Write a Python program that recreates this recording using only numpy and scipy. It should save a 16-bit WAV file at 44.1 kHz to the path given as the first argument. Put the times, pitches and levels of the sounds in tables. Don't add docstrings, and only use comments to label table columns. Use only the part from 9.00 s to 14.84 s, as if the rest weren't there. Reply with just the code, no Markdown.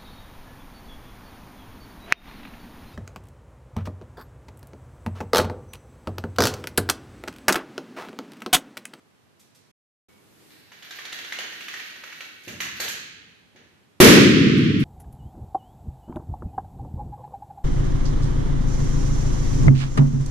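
import sys
import numpy as np
from scipy import signal
from scipy.fft import rfft, irfft
from scipy.io import wavfile
from scipy.ndimage import uniform_filter1d, minimum_filter1d

SR = 44100
rng = np.random.default_rng(int(sys.argv[2]) if len(sys.argv) > 2 else 0)


def dump(signal):
    limited = np.clip(np.atleast_2d(signal).T, -1, 1)
    pcm = np.round(limited * 32767).astype(np.int16)
    wavfile.write(sys.argv[1], SR, pcm)


N = 257544

# (time [s], level [dB], ring [Hz])
SMALL_BOXES = [(1.716, -34, 1420), (1.8225, -31, 3140), (1.866, -39, 1500), (1.907, -25.5, 3500),
               (1.9858, -27.5, 1560), (2.0515, -24.5, 3570), (2.121, -28, 2322), (2.1276, -23, 3170),
               (2.1854, -26.5, 3070), (2.2445, -26.5, 3000), (2.3225, -20.5, 1830), (2.3878, -18.5, 3020),
               (2.4608, -31.5, 1850), (2.523, -29, 2000), (2.606, -27, 2520), (2.682, -23.5, 2360),
               (2.737, -25, 1760), (2.7966, -27, 2400), (2.8696, -33, 2030), (2.9, -33.5, 2360),
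               (2.956, -33, 1712), (3.035, -28.5, 1480), (3.073, -34, 1910), (3.1228, -30.5, 1876),
               (3.205, -26, 2410)]
# (time [s], level [dB], ring [Hz], floor tap [dB],
# treble [dB], room [dB], contact length [s]); tap, treble and room are relative to the level
BIG_KNOCKS = [(3.432, -44.5, 1780, -17, -10, 3.5, 0.0037), (3.476, -25.5, 2500, -22.5, -16, 1, 0.01),
              (3.603, -17, 2100, -41, -18, 2.5, 0.0019), (3.799, -17.5, 4180, -17, -12, 2, 0.0031),
              (3.8803, -19.5, 2630, -29, -6, -4, 0.0015), (4.558, -47.5, 2090, -8, -41, 10, 0.0035)]
# (time [s], level [dB])
RATTLE_LEVEL = [(1.2, -100), (1.27, -74), (1.41, -65.5), (1.75, -59.5), (2.06, -54), (2.68, -53),
                (3.31, -61.5), (3.7, -55), (4.1, -74)]
# (time [s], level [dB], room [dB, relative to the level])
BALLOON_BUMPS = [(3.473, -31.5, 3), (3.791, -51, -22), (4.548, -47, 1)]
# (time [s], level [dB])
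FAINT_TICKS = [(0.3935, -45), (0.5462, -46)]
# (time [s], level [dB])
RUBBER_SHREDS = [(5.57, -28), (5.791, -29.5)]
# (time [s], level [dB])
HUSH_LEVEL = [(0, -60.5), (.7, -61), (1.1, -57.5), (3, -62), (5.84, -60.5)]
# (time [s], level [dB])
RUMBLE_LEVEL = [(1.2, -63), (1.53, -54.5), (1.7, -64), (2.23, -54), (2.65, -54), (2.93, -58.5),
                (3.52, -59.5), (3.65, -52), (4.11, -85)]
# (start [s], end [s])
SILENCE = (.714, 1.086)

# (frequency [Hz], level [dB])
BOX_COLOUR = [(300, -28.5), (500, -12), (900, -13), (1600, 1.5), (2200, -1), (3200, -4.5), (4500, -9),
              (5100, -15), (6600, -9), (8000, -48), (14000, -53)]
# (frequency [Hz], level [dB])
EDGE_COLOUR = [(3000, -37), (5000, -10.5), (6600, -2), (8000, -9), (10500, -13), (12200, -2), (14300, -9)]
# (frequency [Hz], level [dB])
FLOOR_COLOUR = [(88, -53), (150, -17.5), (334, -10), (462, -0.5), (511, 0), (835, -7), (1100, -14),
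                (1430, -50.5), (2420, -120)]
# (frequency [Hz], level [dB])
RUSTLE_COLOUR = [(300, -42.5), (600, -15), (1000, -17.5), (1600, -3.5), (2200, -3.5), (3200, -7),
                 (4300, -4), (5500, -12.5), (8000, -25.5), (12200, -15.5), (14300, -7.5)]
# (frequency [Hz], level [dB])
SKIN_COLOUR = [(24, -62), (40, -42), (81, -8), (216, -5), (278, -7), (318, -3.5), (567, -16.5), (600, -9),
               (780, -52), (1320, -120)]
# (frequency [Hz], level [dB])
TICK_COLOUR = [(880, -69), (1500, -20), (2290, -12), (2520, -10), (2960, -17), (3220, -11.5), (5660, -10.5),
               (14300, -16)]
# (frequency [Hz], level [dB])
BANG_COLOUR = [(25, -53), (55, -39.5), (110, -12), (220, -5), (300, -2), (450, -4.5), (620, -11.5),
               (800, -23), (1200, -14), (2000, -11), (4000, -17.5), (6500, -19), (8700, -25.5),
               (12000, -19), (14300, -20)]
# (frequency [Hz], level [dB])
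HUSH_COLOUR = [(18, -82), (30, -54), (89, -8.5), (134, -9), (230, -9.5), (283, -12), (385, -15),
               (416, -11.5), (450, -15.5), (735, -19), (836, -18), (903, -19), (2960, -25.5), (5350, -31),
               (14300, -38)]
# (frequency [Hz], level [dB])
RUMBLE_COLOUR = [(80, -24.5), (200, -14), (310, -4.5), (420, -12), (700, -25.5)]

# (frequency [Hz], time [s])
ROOM_FADE = [(60, 3.15), (200, 2.05), (420, 1.12), (560, 0.64), (800, 0.51), (1100, 0.93), (2000, 1.11),
             (3100, 1.18), (4500, 0.94), (8000, 0.61), (13000, 0.36)]
# (frequency [Hz], likeness [-1 to 1])
LEFT_RIGHT_LIKENESS = [(60, 0.99), (130, 0.89), (280, 0.76), (620, 0.55), (1340, -0.2), (2920, 0.074),
                       (6350, -0.16), (13800, -0.098)]
# (frequency [Hz], left minus right [dB])
LEFT_RIGHT_BALANCE = [(60, 2), (130, 1.5), (280, 3), (620, 2), (1340, 3), (2920, -0.5), (6350, -2.5),
                      (13800, 4.5)]

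TAP_DB, EDGE_DB = -25, -24
REFERENCE_DB, CONTACT_S, SHORTER_PER_DB = -27, 0.0033, 0.13
WET_DB, WET_RISE_PER_DB = -0.5, 0.09
RING_WIDTH_HZ = 520
SHAKE_S, SHAKE_DB, SHAKE_RISE_DB_PER_S, SHAKE_FALL_DB_PER_S = 3.82, -35, 500, 300
BURST_S, BURST_DB, BURST_PULSE_S, TEAR_DB, TEAR_S = 5.0022, 44.5, 0.00062, 22.5, 0.0014
ROOM_DB, BUILD_UP_S, ECHO_DB = -24.5, 0.0032, -8.5
NEXT_DOOR_DB, NEXT_DOOR_STRETCH = -39, 3.23
SQUEAK_END_S, SQUEAK_HZ, SQUEAK_FLUTTER, SQUEAK_DB = 1.23, 2235, 0.53, -68.5
THRESHOLD_DB, SHARE, ATTACK_S, WAIT_S, RELEASE_DB_PER_S = -12, 0.52, 0.0025, 0.31, 26.5
CROSSOVER_HZ, BASS_DEPTH, TREBLE_DEPTH = 660, 0.96, 1.19
BASS_TOP, TREBLE_TOP, WHOLE_TOP = 0.75, 0.55, 0.79


def from_db(db):
    return 10 ** (np.asarray(db) / 20)


def rms_one(x):
    return x / np.sqrt(np.mean(x ** 2) + 1e-20)


def in_time(rows):
    return np.interp(np.arange(N) / SR, *np.transpose(rows))


def at_hz(points, hz):
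    points = np.array(points)
    return np.interp(np.log(hz + 1), np.log(points[:, 0]), points[:, 1])


def colour(x, spectrum, size=8192):
    gain = from_db(at_hz(spectrum, np.arange(size // 2 + 1) * SR / size))
    cepstrum = irfft(np.log(rms_one(gain)))
    cepstrum[1:size // 2] *= 2
    cepstrum[size // 2 + 1:] = 0
    response = irfft(np.exp(rfft(cepstrum)))
    shaped = signal.fftconvolve(np.atleast_2d(x), response[None], axes=1)[:, :N]
    return shaped.reshape(np.shape(x))


def clicks(times, db):
    out = np.zeros(N)
    out[np.round(np.asarray(times) * SR).astype(int)] = from_db(db)
    return out


def puffs(times, gains, lengths, spikiness):
    size = 2048
    out, t = np.zeros(N + size), np.arange(size) / SR
    draws = rng.standard_normal((len(times), 2, size))
    for s, gain, length, (fine, unevenness) in zip(times, gains, lengths, draws):
        swell_and_fade = t * np.exp(-t / max(length, 2e-4))
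        burst = fine * from_db(spikiness * unevenness) * swell_and_fade
        start = round(s * SR)
        out[start:start + size] += gain * burst / np.sqrt(np.sum(burst ** 2))
    return out[:N]


def hollow_ring(clack, times, ring_hz):
    out, r = np.zeros(N), np.exp(-np.pi * RING_WIDTH_HZ / SR)
    for start, hz in zip((times * SR).astype(int), ring_hz):
        piece = np.r_[clack[start:start + 400], np.zeros(500)]
        forward = [(1 - r * r) / 2, 0, (r * r - 1) / 2]
        feedback = [1, -2 * r * np.cos(2 * np.pi * hz / SR), r * r]
        out[start:start + 900] += signal.lfilter(forward, feedback, piece)
    return out


def knocks():
    small = []
    for s, db, hz in SMALL_BOXES:
        harder_db = db - REFERENCE_DB
        room_db = WET_DB + WET_RISE_PER_DB * harder_db
        length = CONTACT_S * np.exp(-SHORTER_PER_DB * harder_db)
        small.append((s, db, hz, TAP_DB, EDGE_DB, room_db, length))
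    s, db, hz, tap_db, edge_db, room_db, length = np.transpose(small + BIG_KNOCKS)
    clack = puffs(s, from_db(db + 12.5), length, spikiness=4.2)
    near = from_db(14) * hollow_ring(clack, s, hz) + from_db(-4) * colour(clack, BOX_COLOUR)
    near += colour(puffs(s, from_db(db + edge_db - 10), length, spikiness=4.1), EDGE_COLOUR)
    far = colour(clicks(s, db + room_db + 8.5), BOX_COLOUR) + from_db(-8.5) * near
    far += colour(clicks(s, db + room_db + edge_db + 20.5), EDGE_COLOUR)
    tap = colour(clicks(s, db + tap_db + 19.5), FLOOR_COLOUR)
    return near + tap, far + tap


def rattle():
    t = np.arange(N) / SR
    present = rng.random(N) < 700 / SR
    sizes = from_db(6.1 * np.minimum(rng.exponential(1, N), 5))
    grains = present * sizes * rng.choice([-1, 1], N)
    playing = (t > SILENCE[1]) & (t < RATTLE_LEVEL[-1][0])
    since = t - SHAKE_S
    shake_db = SHAKE_DB + np.minimum(SHAKE_RISE_DB_PER_S * since, -SHAKE_FALL_DB_PER_S * since)
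    level = from_db(in_time(RATTLE_LEVEL)) + from_db(shake_db)
    return colour(rms_one(grains) * playing * level, RUSTLE_COLOUR)


def thuds():
    s, db, room_db = np.transpose(BALLOON_BUMPS)
    near = colour(clicks(s, db + 15), SKIN_COLOUR)
    far = colour(clicks(s, db + room_db + 11.5), SKIN_COLOUR)
    return near, far


def burst():
    t = np.maximum(np.arange(N) / SR - BURST_S, 0) / BURST_PULSE_S
    pulse = from_db(35.5) * t * np.exp(-t) * (1 - t / 2)
    tear = colour(puffs([BURST_S], [from_db(TEAR_DB)], [TEAR_S], spikiness=1.1), RUSTLE_COLOUR)
    boom = colour(clicks([BURST_S], BURST_DB), BANG_COLOUR)
    return pulse + tear, boom


def ticks():
    s, db = np.transpose(FAINT_TICKS + RUBBER_SHREDS)
    return colour(puffs(s, from_db(db + 17), [0.009] * len(s), spikiness=1.9), TICK_COLOUR)


def room(x):
    size = 3 * SR
    t = np.arange(size) / SR
    octave = np.log2(np.arange(size // 2 + 1) / 3 + 1)
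    white, response = rfft(rng.standard_normal((2, size))), 0
    for centre in np.arange(5, 14.1, 1 / 3):
        hz = 2 ** centre
        band = np.cos(np.pi / 2 * np.clip(3 * (octave - centre), -1, 1)) ** 2
        noise = irfft(white * band)
        level = np.sqrt(uniform_filter1d(noise ** 2, int(12 * SR / 2 ** (centre / 2) / 8)))
        mid, side = noise * (noise.std() / level) ** 0.33
        alike = np.clip(at_hz(LEFT_RIGHT_LIKENESS, hz), -1, 1)
        pair = np.sqrt((1 + alike) / 2) * mid + np.sqrt((1 - alike) / 2) * side * [[1], [-1]]
        decay_db = -60 * t / at_hz(ROOM_FADE, hz)
        next_door = from_db(NEXT_DOOR_DB + decay_db / NEXT_DOOR_STRETCH)
        response = response + pair * (from_db(decay_db) + next_door)
    response = response * from_db(ROOM_DB) * (1 - np.exp(-t / BUILD_UP_S))
    lags = (rng.uniform(0.003, 0.045, size=(2, 12)) * SR).astype(int)
    for channel, lag in zip(response, lags):
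        channel[lag] += from_db(ECHO_DB - 250 * lag / SR) * rng.choice([-1, 1], size=12)
    return signal.fftconvolve(x[None], response, axes=1)[:, :N]


def squeak():
    t = np.arange(N) / SR
    flutter = 1 + SQUEAK_FLUTTER * rms_one(uniform_filter1d(rng.standard_normal(N), size=400))
    fade = (t > SILENCE[0]) * np.clip((SQUEAK_END_S - t) / 0.04, 0, 1)
    return from_db(SQUEAK_DB) * flutter * np.sin(2 * np.pi * SQUEAK_HZ * t) * fade


def rumble():
    noise = colour(rng.standard_normal((2, N)), RUMBLE_COLOUR)
    return from_db(in_time(RUMBLE_LEVEL)) * (np.arange(N) > SR) * noise


def hush():
    level = from_db(in_time(HUSH_LEVEL) + [[-1], [1]])
    return level * colour(rng.standard_normal((2, N)), HUSH_COLOUR)


def scene():
    knock, knock_far = knocks()
    thud, thud_far = thuds()
    pop, boom = burst()
    matches, tick = rattle(), ticks()
    direct = knock + thud + pop + matches + tick + from_db(-5.5) * boom
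    into_room = knock_far + thud_far + matches + from_db(-6) * tick + boom
    heard = direct + room(into_room)
    left = colour(heard[0], [(hz, db / 2) for hz, db in LEFT_RIGHT_BALANCE])
    right = colour(heard[1], [(hz, -db / 2) for hz, db in LEFT_RIGHT_BALANCE])
    return np.array([left, right]) + hush() + rumble() + squeak()


def gain_control(x):
    power = uniform_filter1d(np.mean(x ** 2, axis=0), 882, origin=220)
    excess_db = np.maximum(10 * np.log10(np.maximum(power, 1e-12)) - THRESHOLD_DB, 0)
    wanted = -SHARE * excess_db
    wait = round(WAIT_S * SR) // 2 * 2 + 1
    held = minimum_filter1d(wanted, wait, origin=wait // 2)
    climb = RELEASE_DB_PER_S * np.arange(N) / SR
    released = np.minimum.accumulate(held - climb) + climb
    step = 1 / (ATTACK_S * SR)
    return signal.lfilter([step], [1, step - 1], released)


def overload(x, top):
    return x / (1 + (x / top) ** 6) ** (1 / 6)


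def record(dry):
    gain_db = gain_control(dry)
    bass = signal.sosfiltfilt(signal.butter(2, CROSSOVER_HZ, fs=SR, output="sos"), dry)
    treble = dry - bass
    bass = overload(bass * from_db(BASS_DEPTH * gain_db), BASS_TOP)
    treble = overload(treble * from_db(TREBLE_DEPTH * gain_db), TREBLE_TOP)
    x = overload(bass + treble, WHOLE_TOP)
    t = np.arange(N) / SR
    x = x * np.clip(np.maximum(SILENCE[0] - t, t - SILENCE[1]) / 0.004 + 0.5, 0, 1)
    lowpass = signal.cheby2(14, 50, 14650, fs=SR, output="sos")
    return np.clip(signal.sosfilt(lowpass, x), -1, 1)


dry = scene()
out = record(dry)
dump(out)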